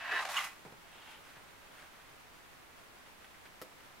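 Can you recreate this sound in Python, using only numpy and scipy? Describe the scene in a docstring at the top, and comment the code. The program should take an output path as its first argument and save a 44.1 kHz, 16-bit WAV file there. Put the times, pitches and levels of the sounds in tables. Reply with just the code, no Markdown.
"""Two scraping strokes come first: a stiff plastic cutting mat with a vinyl sheet on it is dragged
onto a table. It sticks and slips thousands of times a second, which makes it ring, and its edge
catches and squeaks. The mat flops down and is slid softly into place. Fingertips tick on it, and a
corner snaps against the table, which rings briefly. Each knock is a click with a quick noisy tail.
A small room adds a short echo and a steady hiss."""
import sys
import numpy as np
from scipy import signal
from scipy.fft import rfft, irfft
from scipy.io import wavfile
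from scipy.ndimage import uniform_filter1d

SR = 44100
rng = np.random.default_rng(int(sys.argv[2]) if len(sys.argv) > 2 else 0)


def wav_record(signal):
    """Record a signal, one row per channel, as 16-bit PCM in the file named by sys.argv[1]."""
    frames = np.transpose(np.atleast_2d(signal))
    bounded = np.clip(frames, -1, 1)
    # unit amplitude maps onto the largest positive 16-bit level
    quanta = np.round(bounded * 32767).astype(np.int16)
    wavfile.write(sys.argv[1], SR, quanta)


N = 176400
TIME = np.arange(N) / SR

# How hard the mat rubs in each move; scene() trims these levels
# (time [s], scrape level [dB], grit level [dB])
DRAG_FORCE = [(0,-44.5,-68),(.09,-40,-63),(.124,-35.5,-58),(.14,-35,-56),(.2,-33,-53.5),(.215,-48,-53),(.24,-60,-56)]  # first stroke, mat held bowed
SCUFF_FORCE = [(.205,-42.5,-66),(.232,-41.5,-60),(.247,-52,-57),(.255,-41,-55),(.29,-48,-60),(.303,-38,-56),(.34,-48,-68)]  # the edge bumps along between the strokes
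SWEEP_FORCE = [(.288,-58,-59),(.302,-53,-50),(.328,-48.5,-52),(.358,-37,-52.5),(.377,-34.5,-46.5),(.41,-39,-53.5),(.448,-43,-49),(.478,-48.5,-59),(.505,-58.5,-67),(.6,-69,-76)]  # second stroke, mat flattening
PUSH_FORCE = [(.8,-77,-81),(.954,-58.5,-85),(1.08,-55.5,-70),(1.118,-53.5,-65.5),(1.16,-56,-79),(1.21,-72,-78)]  # a soft push across the table
NUDGE_FORCE = [(1.2,-72,-80),(1.252,-59.5,-67.5),(1.33,-63.5,-73),(1.372,-58.5,-79),(1.44,-82,-84),(1.49,-59,-75),(1.53,-80,-87),(1.72,-66.5,-78),(1.802,-57,-66),(1.84,-61,-73),(1.888,-75,-84),(1.94,-64,-75),(2.1,-68.5,-82)]  # small slides into place
# The tone of each sound, from bass to treble (frequency [Hz], relative level [dB])
DRAG_TONE = [(100,-44),(300,-40),(470,-17),(650,-6),(1050,-6),(1350,-2),(1800,-1),(2250,-5),(2700,-5),(3500,-11),(5000,-18.5),(8000,-30),(16000,-57)]
GRIT_TONE = [(500,-37),(2500,-11),(4000,-3),(5000,-0.5),(7000,-2),(10000,-2),(13000,-5),(16000,-12)]
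HISS_TONE = [(20,0),(33,-4),(64,-2),(119,-4),(160,-4),(350,-4.5),(480,-5.5),(600,-3.7),(1040,-3),(1670,-5),(2400,-7.3),(5400,-16.7),(15500,-22)]
CATCH_TONE = [(100,-31),(350,-18),(700,1.5),(1500,4.5),(3000,-5),(6000,-15),(16000,-40)]
SCUFF_TONE = [(100,-37),(420,-26),(600,-3.5),(800,-0.5),(1100,-3.5),(1350,-7.5),(1900,-5),(2600,-9),(4000,-12.5),(8000,-21.5),(16000,-52)]
SWEEP_TONE = [(100,-33),(450,-23),(750,-2),(1200,-0.5),(1700,0.5),(2100,-2),(2600,-3),(3400,-7.5),(5000,-16),(6800,-15),(8500,-25),(16000,-41)]
FLOP_TONE = [(40,-12),(100,-6),(150,3.5),(250,-7.5),(420,3.5),(560,-3.5),(780,-2),(1200,-8.5),(3000,-19.5),(16000,-38)]
PUSH_TONE = [(100,-22),(600,-11),(900,2.5),(1150,-9),(1500,-1.5),(2200,-3),(2700,-1),(3300,-3),(4000,-9.5),(7000,-23),(16000,-40)]
TICK_TONE = [(100,-4),(700,-3),(2000,5),(3000,1),(4000,-6.5),(7000,-15),(16000,-16)]
NUDGE_TONE = [(100,-11),(350,-8),(560,-3),(900,-6),(1450,5),(2000,0.5),(2700,-2.5),(3500,-6),(7000,-24),(16000,-40)]
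SNAP_TONE = [(40,-8),(150,-8),(330,3),(520,6.5),(880,-7),(1300,0.5),(1650,-5),(1950,-0.5),(2500,-12),(3000,-7),(3500,-13),(4000,-9.5),(4600,-10),(5200,-7),(6100,-14),(9000,-14.5),(12000,-8.5),(16000,-20)]
# Modes, the pitches the mat rings at in each shape (frequency [Hz], width [Hz], relative level [dB])
BOWED_MODES = [(685,14,3),(1028,62,-2),(1628,28,4.5),(1760,40,3.5),(1920,51,3),(2610,34,-1.5),(2880,26,-13),(2930,43,-7),(3850,21,-8)]
FLAT_MODES = [(1090,44,-6),(1160,40,-0.5),(1460,44,-5.5),(2010,15.5,2.5),(2520,38,-3.5),(2640,36,-31.5),(2950,39,-14),(3770,46,-16),(5380,56,-17),(6450,40,-20)]
LYING_MODES = [(915,60,2),(1400,55,4.5),(2820,130,4),(3170,140,3)]
# Knocks (time [s], level [dB])
CATCHES = [(.120,-13.5),(.193,-10.5),(.251,-16.5),(.300,-17.5),(.324,-18.5)]  # the edge catches and lets go
FLOPS = [(.652,-21.5),(.656,-28.5),(.660,-24.5),(.724,-25),(1.368,-29.5)]  # the mat flops onto the table
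TICKS = [(1.111,-38),(3.062,-30.5),(3.244,-28.5),(3.343,-31.5),(3.455,-27.5),(3.803,-33)]  # fingertips tick on the mat
SNAPS = [(3.6162,-18.5),(3.6222,-21.5)]  # a corner snaps down and bounces
# Short shudders (middle time [s], half length [s], pitch [Hz], level [dB])
SQUEAKS = [(.123,0.011,1630,-35),(0.206,0.0059,990,-37.5),(.231,0.0078,1130,-40),(.374,.008,2895,-30.5),(.374,0.0062,6800,-46.5),(0.382,0.009,1140,-39),(.388,0.01,2100,-37)]  # the edge judders
BUCKLE = (.140,.024,410,-52)  # the mat buckles with one low wobble
# The table top rings under the snap (frequency [Hz], level [dB], time to fade by 60 dB [s])
TABLE_MODES = [(168,-63,0.17),(291,-56,0.2),(372,-54.5,0.17),(519,-56,.12)]
# How long the room echoes (frequency [Hz], time to fade by 60 dB [s])
ROOM_DECAY = [(150,0.29),(1000,0.2),(4000,0.25),(14000,0.28)]
# How alike the left and right channels are (frequency [Hz], likeness [0-1])
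MAT_LIKENESS = [(100,0.9),(300,0.2),(650,0.96),(1400,0.91),(3000,0.67),(7000,0.23),(15000,.1)]
HISS_LIKENESS = [(30,0.0021),(130,0.015),(300,0.15),(640,0.12),(1400,0.12),(3000,0.075),(15000,0)]
TABLE_LIKENESS = [(100,1),(500,.93),(1200,0.3),(3000,0.6),(15000,0.2)]  # knocks carried by the table


def amp(db):
    """Turns decibels into a number to multiply by."""
    return 10 ** (np.asarray(db) / 20)


def unit(x):
    """Scales a signal to an average power of 1."""
    return x / np.sqrt(np.mean(x ** 2) + 1e-20)


def look_up(points, hz):
    """Reads between a table's rows on a pitch-like (logarithmic) scale."""
    row_hz, value = np.transpose(points)
    return np.interp(np.log(hz + 1), np.log(row_hz + 1), value)


def shape_tone(x, tone, modes=(), modes_db=0):
    """Filters a sound to give it a broad tone and any ringing pitches."""
    hz = abs(np.fft.fftfreq(8192, 1 / SR))
    power = amp(look_up(tone, hz)) ** 2
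    for mode_hz, width, db in modes:
        power += amp(db + modes_db) ** 2 / (1 + ((hz - mode_hz) / width) ** 2) ** 2
    # Minimum phase: the ringing comes after each click, never before it.
    spectrum = np.exp(np.conj(signal.hilbert(np.log(power) / 2)))
    ring = np.fft.ifft(spectrum).real[:len(hz) // 2]
    return signal.oaconvolve(x, ring[None] / np.linalg.norm(ring), axes=1)[:, :x.shape[1]]


def stereo(x, likeness):
    """Blends two unrelated channels until they are as alike as the table asks."""
    first, second = rfft(x)
    hz = np.fft.rfftfreq(x.shape[1], 1 / SR)
    alike = np.clip(look_up(likeness, hz), -1, 1)
    mid, side = first * np.sqrt((1 + alike) / 2), second * np.sqrt((1 - alike) / 2)
    return irfft(np.array([mid + side, mid - side]), x.shape[1])


def waver(rate_hz):
    """A smooth random wobble, mostly slower than rate_hz."""
    hz = np.fft.rfftfreq(N, 1 / SR)
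    return unit(irfft(rfft(rng.standard_normal(N)) / (1 + (hz / rate_hz) ** 4), N))


def slips(per_s, spread_db):
    """The mat sticks and slips at random, making tiny clicks of uneven size."""
    size = amp(spread_db * np.minimum(rng.exponential(1, (2, N)), 4))
    direction = rng.choice([-1, 1], (2, N))
    slipping = rng.random((2, N)) < per_s / SR
    return stereo(unit(size * direction * slipping), MAT_LIKENESS)


def rub_strength(force):
    """How strong the scrape and the grit are during a move; both are silent outside it."""
    times, scrape_db, grit_db = np.transpose(force)
    moving = (TIME >= times[0]) & (TIME <= times[-1])
    fade = uniform_filter1d(moving * 1., size=500)
    return [amp(np.interp(TIME, times, db)) * fade for db in (scrape_db, grit_db)]


def stroke(force, tone, modes=(), modes_db=0, scrape_db=0, grit_db=0, clump_db=0):
    """Clumps of slips make the mat scrape and ring; finer grit sizzles above."""
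    clumps = unit(amp(clump_db * waver(rate_hz=110)))
    scrape_gain, grit_gain = rub_strength(force)
    scrape = slips(per_s=3500, spread_db=1.52) * clumps * scrape_gain * amp(scrape_db)
    grit = slips(per_s=9000, spread_db=2.5) * clumps * grit_gain * amp(grit_db)
    return shape_tone(scrape, tone, modes, modes_db) + shape_tone(grit, GRIT_TONE)


def room_hiss(level_db=-56.18, waver_db=0.36):
    """Steady room noise whose level wavers slightly."""
    noise = stereo(rng.standard_normal((2, N)), HISS_LIKENESS)
    return amp(level_db + waver_db * waver(rate_hz=14)) * unit(shape_tone(noise, HISS_TONE))


def room_echo(x):
    """Reflections blur into a short tail, each frequency fading at its own speed."""
    noise = stereo(rng.standard_normal((2, SR // 2)), MAT_LIKENESS)
    hz, t, bands = signal.stft(noise, SR, nperseg=256)
    fade = amp(-60 * t / look_up(ROOM_DECAY, hz)[:, None])
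    tail = signal.istft(bands * fade, SR, nperseg=256)[1]
    tail[:, :SR // 200] = 0  # no echo for the first 5 ms
    return signal.fftconvolve(x, tail / np.linalg.norm(tail[0]), axes=1)[:, :N]


def knocks(rows, tone, likeness, scatter_db, scatter_s):
    """Each knock is a click that scatters quickly off the table and nearby things."""
    out, t = np.zeros((2, N)), TIME[:SR // 8]
    for start_s, db in rows:
        scatter = stereo(rng.standard_normal((2, len(t))), likeness) * np.exp(-t / scatter_s)
        hit = amp(scatter_db) * scatter / np.linalg.norm(scatter[0])
        hit[:, 0] += 1  # the click itself
        slot = out[:, round(start_s * SR):][:, :len(t)]
        slot += amp(db) * unit(hit)[:, :slot.shape[1]] / np.sqrt(len(t))
    return shape_tone(out, tone)


def shudders(rows, wobble_hz):
    """For a moment the mat shakes at an unsteady pitch: a squeak or a low wobble."""
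    out, wobble = np.zeros(N), wobble_hz * waver(rate_hz=244)
    for middle_s, half_s, hz, db in rows:
        swell = np.exp(-((TIME - middle_s) / half_s) ** 2)
        phase = 2 * np.pi * np.cumsum(hz + wobble) / SR
        out += amp(db) * swell * unit(np.sin(phase))
    return out


def table_ring():
    """The snapping corner sets the table top ringing with low, fading notes."""
    t = np.maximum(TIME - SNAPS[0][0], 0)
    return sum(amp(db - 60 * t / fade_s) * np.sin(2 * np.pi * hz * t) for hz, db, fade_s in TABLE_MODES)


def scene(right_louder_db=0.97):
    """Adds up the mat, the table and the room, all a little to the right."""
    mat = stroke(DRAG_FORCE, DRAG_TONE, BOWED_MODES, modes_db=4.5,
                 scrape_db=-0.5, grit_db=-2.5, clump_db=-0.6)
    mat += stroke(SCUFF_FORCE, SCUFF_TONE, scrape_db=-1, grit_db=-3, clump_db=3)
    mat += stroke(SWEEP_FORCE, SWEEP_TONE, FLAT_MODES, modes_db=7.5,
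                  scrape_db=1.6, grit_db=1.9, clump_db=1.7)
    mat += stroke(PUSH_FORCE, PUSH_TONE, LYING_MODES, modes_db=-4, scrape_db=-0.6, grit_db=2)
    mat += stroke(NUDGE_FORCE, NUDGE_TONE, scrape_db=1.2, grit_db=1, clump_db=1.5)
    mat += shudders(SQUEAKS, wobble_hz=130) + shudders([BUCKLE], wobble_hz=60)
    mat += knocks(CATCHES, CATCH_TONE, MAT_LIKENESS, scatter_db=9, scatter_s=0.014)
    taps = knocks(FLOPS, FLOP_TONE, TABLE_LIKENESS, scatter_db=3.5, scatter_s=0.019)
    taps += knocks(TICKS, TICK_TONE, MAT_LIKENESS, scatter_db=22, scatter_s=0.014)
    taps += knocks(SNAPS, SNAP_TONE, TABLE_LIKENESS, scatter_db=4, scatter_s=0.01) + table_ring()
    echo = amp(-7.5) * room_echo(mat) + amp(-9.5) * room_echo(taps)
    balance = amp([[-right_louder_db / 2], [right_louder_db / 2]])
    return (mat + taps + echo + room_hiss()) * balance


def record(dry):
    """Cuts away the very highest treble."""
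    cutoff_hz = 15850
    low_pass = signal.firwin(511, cutoff_hz, window=("kaiser", 9), fs=SR)
    return signal.oaconvolve(dry, low_pass[None], "same")


dry = scene()
out = record(dry)
wav_record(out)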